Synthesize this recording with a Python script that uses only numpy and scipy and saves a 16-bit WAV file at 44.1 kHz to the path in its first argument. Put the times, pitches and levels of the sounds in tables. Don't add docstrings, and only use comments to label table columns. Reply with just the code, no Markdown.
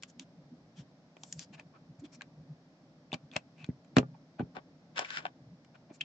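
import sys
import numpy as np
from scipy import signal
from scipy.fft import rfft, irfft
from scipy.io import wavfile
from scipy.ndimage import uniform_filter1d

SR = 44100
rng = np.random.default_rng(int(sys.argv[2]) if len(sys.argv) > 2 else 0)


def log_audio(samples):
    frames = np.atleast_2d(samples).T
    limited = np.clip(frames, -1, 1)
    pcm = np.round(limited * 32767).astype(np.int16)
    wavfile.write(sys.argv[1], SR, pcm)


N = 266354
TIME = np.arange(N) / SR
AGE = np.arange(16384) / SR
OPPOSITE = np.array([[1], [-1]])

def undb(db):
    return 10 ** (np.asarray(db) / 20)

def unit(x):
    return x / np.sqrt(np.mean(x ** 2))

def gain_curve(points, n):
    hz, db = np.transpose(points)
    return undb(np.interp(np.log(1 + np.arange(n // 2 + 1) * SR / n), np.log(hz), db))

def colour(x, points):
    n = x.shape[-1]
    return irfft(rfft(x) * gain_curve(points, n), n)

def minimum_phase(gain):
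    cepstrum = irfft(np.log(gain + 1e-6))
    n = len(cepstrum)
    folded = cepstrum * (1 + np.sign(n / 2 - np.arange(n)))
    response = irfft(np.exp(rfft(folded)))
    return response / np.linalg.norm(response)

def convolve(x, response):
    return signal.fftconvolve(np.atleast_2d(x), np.atleast_2d(response), axes=-1)[:, :x.shape[-1]]

def decay(t60_s):
    return np.exp(-np.log(1000) * AGE / t60_s)

def add(out, start_s, sound):
    start = int(start_s * SR)
    first, last = max(start, 0), min(start + sound.shape[-1], N)
    out[:, first:last] += sound[..., first - start:last - start]

def wander(rate_hz):
    hold = int(SR / rate_hz)
    steps = np.repeat(rng.standard_normal(N // hold + 1), hold)
    return unit(uniform_filter1d(uniform_filter1d(steps, hold), hold)[:N])

def grip_shifts(level_db, pitch_hz, count):
    return [(when * N / SR, level_db + 4 * (force - .5), pitch_hz * 2 ** (pitch - .5))
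            for when, force, pitch in rng.random((count, 3))]

def on_left(time_s):
    return 4.5 < time_s < 5.4

def place(time_s, sound):
    pan_db, lag_samples = (3.0, 11) if on_left(time_s) else (2.0, 0)
    return np.array([sound[0] * undb(pan_db / 2), np.roll(sound[-1], lag_samples) * undb(-pan_db / 2)])

# frequency_hz, relative_density_db
FAN_SPECTRUM = [(30, -10.5), (80, -19), (125, -6), (165, 2.5), (205, -8), (260, -2.5), (400, -17.5),
                (600, -13), (1000, -25), (1700, -31), (2800, -39), (5400, -34.5), (7000, -46), (8500, -48)]
# frequency_hz, side_minus_mid_db
FAN_WIDTH = [(60, -13), (160, -24.5), (300, -16.5), (700, -13), (2000, 3.5), (8000, -2)]

def fans(level_db=-60.5, waver_db=-1.5):
    mid, side = rng.standard_normal((2, N))
    air = unit(colour(mid + colour(side, FAN_WIDTH) * OPPOSITE, FAN_SPECTRUM))
    rumble = colour(air, [(300, -2.0), (900, -14), (2000, -52.0)])
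    waver = undb(waver_db * wander(rate_hz=21))
    return undb(level_db) * (air + rumble * (waver - 1))

# centre_hz, bandwidth_hz, gain_db
EMPTY_HOLDER_MODES = [(1420, 430, -7), (3280, 360, 12), (5900, 1900, 6), (7040, 1100, -28)]
FILLED_HOLDER_MODES = [(661, 80, 10.5), (1030, 200, -1.5), (1760, 100, 0.5), (2376, 200, 9),
                       (2980, 410, -11), (4240, 410, 3)]
LOOSE_CARD_MODES = [(476, 220, 6.7), (1390, 670, 4.5), (5290, 570, 9.5), (7100, 490, 1.3)]

def sheet(time_s, pitch_hz, ring_db, body_db=0, card_in_s=1.5):
    octaves = np.log2(pitch_hz / 2500)
    low_db = 3.5 - 5 * octaves + body_db
    top_db = -10 + 10.5 * octaves
    band = gain_curve([(30, low_db - 41.5), (100, low_db - 16.5), (380, low_db - 8.0), (750, low_db - 4),
                       (1700, -0.66), (3400, -3.5), (5400, top_db), (7500, top_db - 0.5),
                       (12000, top_db - 17.5)], len(AGE))
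    hz = np.arange(len(band)) * SR / len(AGE)
    holder = EMPTY_HOLDER_MODES if time_s < card_in_s else FILLED_HOLDER_MODES
    body = LOOSE_CARD_MODES if on_left(time_s) else holder
    modes = [(pitch_hz, 40 + 0.061 * pitch_hz, ring_db), *body]
    peaks = sum(undb(db) ** 2 / (1 + (2 * (hz - centre) / width) ** 2) for centre, width, db in modes)
    return minimum_phase(band * np.sqrt(1 + peaks))

# snap_s, relative_level_db, pitch_hz, ring_db, body_db
EDGE_SNAPS = [(0.025, -52, 3620, 6, -2), (0.034, -43, 3150, 12, -15), (0.196, -44.5, 3620, 16, -10),
              (1.168, -53.5, 2390, 24, 17), (1.235, -45.5, 5800, 5, 15.5), (1.326, -39, 6900, 12, -36),
              (1.3935, -42.5, 6200, 7, -60), (1.597, -48, 2520, 14.5, -5), (2.21, -44.5, 1590, 18, -10),
              (2.219, -46.5, 1940, -2, -5), (3.119, -46.5, 2660, 28, -5), (3.1295, -35, 3500, 21.5, 19),
              (3.142, -37, 2600, -3, 5.5), (3.315, -55, 3400, 32, -1), (3.3364, -56, 2490, 12, -0.5),
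              (3.3643, -27.5, 2620, 8.5, 2), (3.644, -46.5, 2400, 19, -10), (3.9677, -18.5, 2000, 4, 0.5),
              (3.984, -23.5, 2540, 2.5, 8), (4.395, -44.5, 1490, 23, 3.5), (4.5674, -40.5, 740, 12, -5),
              (4.98, -32.5, 1500, 10, -6.5), (4.9917, -29, 2980, 1, 4), (5.047, -40, 2270, 31, -12),
              (5.1046, -37.5, 1640, 12.5, -20), (5.1715, -32, 1380, 19, -23),
              (5.2535, -32, 740, 20.5, -12.5), (5.265, -41, 776, 4, -14), (6.0094, -34.5, 2643, 33, -28),
              (6.0123, -33, 3220, 26.5, -22)]

def edge_ticks(gain_db=23, chatter=0.46, chatter_s=0.0014, scuff_s=0.0025, skid_s=0.012, width=1.11):
    out, lead = np.zeros((2, N)), SR // 50
    since_snap = AGE - lead / SR
    taper = lambda length_s: np.exp(-np.abs(since_snap) / length_s)
    scuff = undb(-21) * taper(scuff_s)
    settle = taper(chatter_s) + undb(-25) * taper(skid_s)
    pressure = np.where(since_snap < 0, scuff, settle)
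    faint = [(*touch, 7, 0) for touch in grip_shifts(level_db=-66, pitch_hz=4200, count=5)]
    for snap_s, level_db, pitch_hz, ring_db, body_db in [*EDGE_SNAPS, *faint]:
        grit = rng.standard_normal(len(AGE)) + width * rng.standard_normal((2, len(AGE)))
        force = chatter * grit * pressure
        force[:, lead] += 1
        tick = convolve(force, sheet(snap_s, pitch_hz, ring_db, body_db))
        tick /= np.linalg.norm(tick, axis=1, keepdims=True)
        add(out, snap_s - lead / SR, place(snap_s, tick * undb(level_db + gain_db)))
    return out

def friction(n, response, slips_per_s=3500, spread_db=2.5):
    shape = (3, n)
    size = undb(spread_db * np.minimum(rng.exponential(size=shape), 4)) * rng.choice([-1, 1], shape)
    slips = size * (rng.random(shape) < slips_per_s / SR)
    return unit(convolve(slips[0] + slips[1:], response))

# middle_s, half_length_s, relative_level_db, pitch_hz, ring_db
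RUB_STROKES = [(0.096, 0.012, -65, 7350, 7), (0.216, 0.016, -63, 3380, -7), (0.791, 0.022, -61, 3360, 8),
               (1.308, 0.068, -65, 7500, 12.5), (1.416, 0.024, -53.5, 4800, 14),
               (1.544, 0.011, -55.5, 2800, 11), (1.595, 0.015, -59, 1730, 5), (1.758, 0.015, -60, 1276, 25),
               (2.001, 0.0064, -67.5, 7200, 5), (2.053, 0.01, -58.5, 3400, 12),
               (2.143, 0.015, -59.5, 5700, 9), (3.14, 0.0069, -43, 2930, 17), (3.347, 0.018, -57, 2500, 12),
               (3.363, 0.003, -36.5, 1030, -3), (3.614, 0.029, -61, 2540, 19),
               (3.696, 0.007, -63, 1890, 20), (4.149, 0.0052, -61, 936, 24.5),
               (4.404, 0.011, -44, 770, 15.5), (4.558, 0.0065, -49, 1210, 13),
               (4.577, 0.013, -48, 706, -0.5), (5.755, 0.0082, -58.5, 1460, 15),
               (5.91, 0.011, -56.5, 650, 17), (5.95, 0.015, -65, 6900, 5)]

def rubs(gain_db=-1):
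    out, centre_s = np.zeros((2, N)), AGE[-1] / 2
    for middle_s, half_length_s, level_db, pitch_hz, ring_db in RUB_STROKES:
        rub = friction(len(AGE), sheet(middle_s, pitch_hz, ring_db))
        stroke = np.exp(-.55 * np.abs((AGE - centre_s) / half_length_s) ** 2.58)
        add(out, middle_s - centre_s, place(middle_s, rub * stroke * undb(level_db + gain_db)))
    return out

# middle_s, half_length_s, level_db, pitch_hz
FINGER_PUSHES = [(0.215, 0.015, -53, 245), (0.53, 0.014, -48.5, 249.2), (0.797, .012, -44, 156.3),
                 (1.375, 0.026, -48.5, 161.7), (1.905, 0.012, -49.5, 147.7), (1.995, 0.0054, -48, 158),
                 (2.04, 0.016, -46, 284), (2.4, 0.03, -49.5, 161.5), (2.515, 0.022, -45.5, 155.7),
                 (3.64, 0.0096, -47, 155.4), (4.06, 0.081, -51.5, 157.2), (5.53, 0.027, -52.5, 167.3),
                 (5.912, 0.0025, -45, 259)]

def finger_bumps(wobble=0.14):
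    out, centre_s = np.zeros((2, N)), AGE[-1] / 2
    fidgets = [(s, 0.015, db, hz) for s, db, hz in grip_shifts(level_db=-55.5, pitch_hz=190.6, count=8)]
    for middle_s, half_length_s, level_db, pitch_hz in [*FINGER_PUSHES, *fidgets]:
        drift = unit(uniform_filter1d(rng.standard_normal(len(AGE)), size=200))
        swing = np.sqrt(2) * np.sin(2 * np.pi * np.cumsum(pitch_hz * (1 + wobble * drift)) / SR)
        swell = np.exp(-.8 * ((AGE - centre_s) / half_length_s) ** 2)
        add(out, middle_s - centre_s, swing * swell * undb(level_db))
    return out

# pitch_hz, relative_level_db, undamped_by_hand_t60_s
DESK_MODES = [(89.35, -38, 0.069), (130.7, -20, 0.55), (173, 4, 0.096), (198, -10.5, 0.16),
              (249, 6.5, 0.11), (310, -2.5, 0.11), (353, -4, 0.08), (417.6, -5, 0.16), (529, -9.5, 0.18),
              (574, -15, 0.15), (820, -2, 0.071), (770, -24.5, 0.059), (1180, 0.5, 0.084),
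              (1385, -12, 0.24), (1750, -10.5, 0.16)]
# start_s, peak_db, corner_hz
DESK_BLOWS = [(3.129, -31, 900), (3.142, -31.5, 547), (3.361, -33.5, 191), (3.689, -23.5, 229),
              (3.9682, -4, 706), (3.983, -10, 660), (4.030, -30.5, 1500), (4.397, -25, 460),
              (4.406, -24, 650), (4.427, -29, 189), (4.571, -40, 1210)]

def desk_knocks(rattle_db=-13, rattle_t60_s=.1, firm_hz=700):
    out = np.zeros((2, N))
    radiation = signal.butter(3, 80, "high", fs=SR, output="sos")
    for start_s, peak_db, corner_hz in DESK_BLOWS:
        ring_share = 0.66 * (corner_hz / firm_hz) ** 0.18
        desk = 0
        for pitch_hz, mode_db, t60_s in DESK_MODES:
            skew = 0.19 * pitch_hz / 260 * rng.choice([-1, 1]) * OPPOSITE
            desk += undb(mode_db) * decay(t60_s * ring_share) * np.cos(2 * np.pi * pitch_hz * AGE + skew)
        rattle = undb(rattle_db) * rng.standard_normal((2, len(AGE))) * decay(rattle_t60_s * ring_share)
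        force = AGE ** 2 * np.exp(-2 * np.pi * corner_hz * AGE)
        knock = signal.sosfilt(radiation, convolve(desk + rattle, force))
        add(out, start_s, knock * undb(peak_db) / np.abs(knock).max())
    return out

# time_s, rasp_db, relative_rustle_db
SLIDE_ENVELOPES = [(4.946, -79, -70.6), (4.963, -48.5, -58), (4.976, -36.5, -44.8), (4.998, -46, -53),
                   (5.02, -45.5, -42), (5.04, -57, -54.5), (5.055, -48, -65), (5.075, -55.0, -73),
                   (5.11, -47.5, -76), (5.15, -45.5, -80), (5.184, -44, -54.5), (5.215, -62.5, -61),
                   (5.292, -74, -66)]

def card_slide(rustle_gain_db=1):
    time_s, rasp_db, rustle_db = np.transpose(SLIDE_ENVELOPES)
    start_s, end_s = time_s[0], time_s[-1]
    swell = lambda db: undb(np.interp(TIME, time_s, db)) * (TIME > start_s) * (TIME < end_s)
    edges = sheet(start_s, pitch_hz=1500, ring_db=7, body_db=-20)
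    rasp = friction(N, edges, slips_per_s=2000, spread_db=4)
    rustle = friction(N, sheet(start_s, pitch_hz=1000, ring_db=2))
    return place(start_s, rasp * swell(rasp_db) + rustle * swell(rustle_db + rustle_gain_db))

def room(x, wet_db, t60_s, treble_db):
    build_up = 1 - np.exp(-(AGE / 0.00043) ** 2)
    tail = rng.standard_normal((2, len(AGE))) * decay(t60_s) * build_up
    spectrum = [(60, -24.5), (200, -6.0), (700, 8.0), (2500, -0.5), (7500, treble_db), (12000, -30.5)]
    tail = convolve(tail, minimum_phase(gain_curve(spectrum, len(AGE))))
    return x + undb(wet_db) * convolve(x, tail / np.linalg.norm(decay(t60_s)))

def scene():
    cards = room(edge_ticks() + rubs() + card_slide(), wet_db=-12.0, t60_s=0.047, treble_db=4)
    handling = cards + desk_knocks() + finger_bumps()
    return room(handling, wet_db=-25.5, t60_s=0.11, treble_db=-11) + fans()

# frequency_hz, gain_db
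MIC_RESPONSE = [(20, 0), (7300, 2.5), (7900, -4), (8600, -9.5), (9400, -23), (12000, -37)]

def record(dry, ceiling=.22, bass_hz=58, top_hz=9500):
    clipped = dry / (1 + (dry / ceiling) ** 8) ** (1 / 8)
    thin = signal.sosfilt(signal.butter(4, bass_hz, "high", fs=SR, output="sos"), clipped)
    low_pass = signal.ellip(8, .2, 70, top_hz, fs=SR, output="sos")
    return signal.sosfilt(low_pass, colour(thin, MIC_RESPONSE))

dry = scene()
out = record(dry)
log_audio(out)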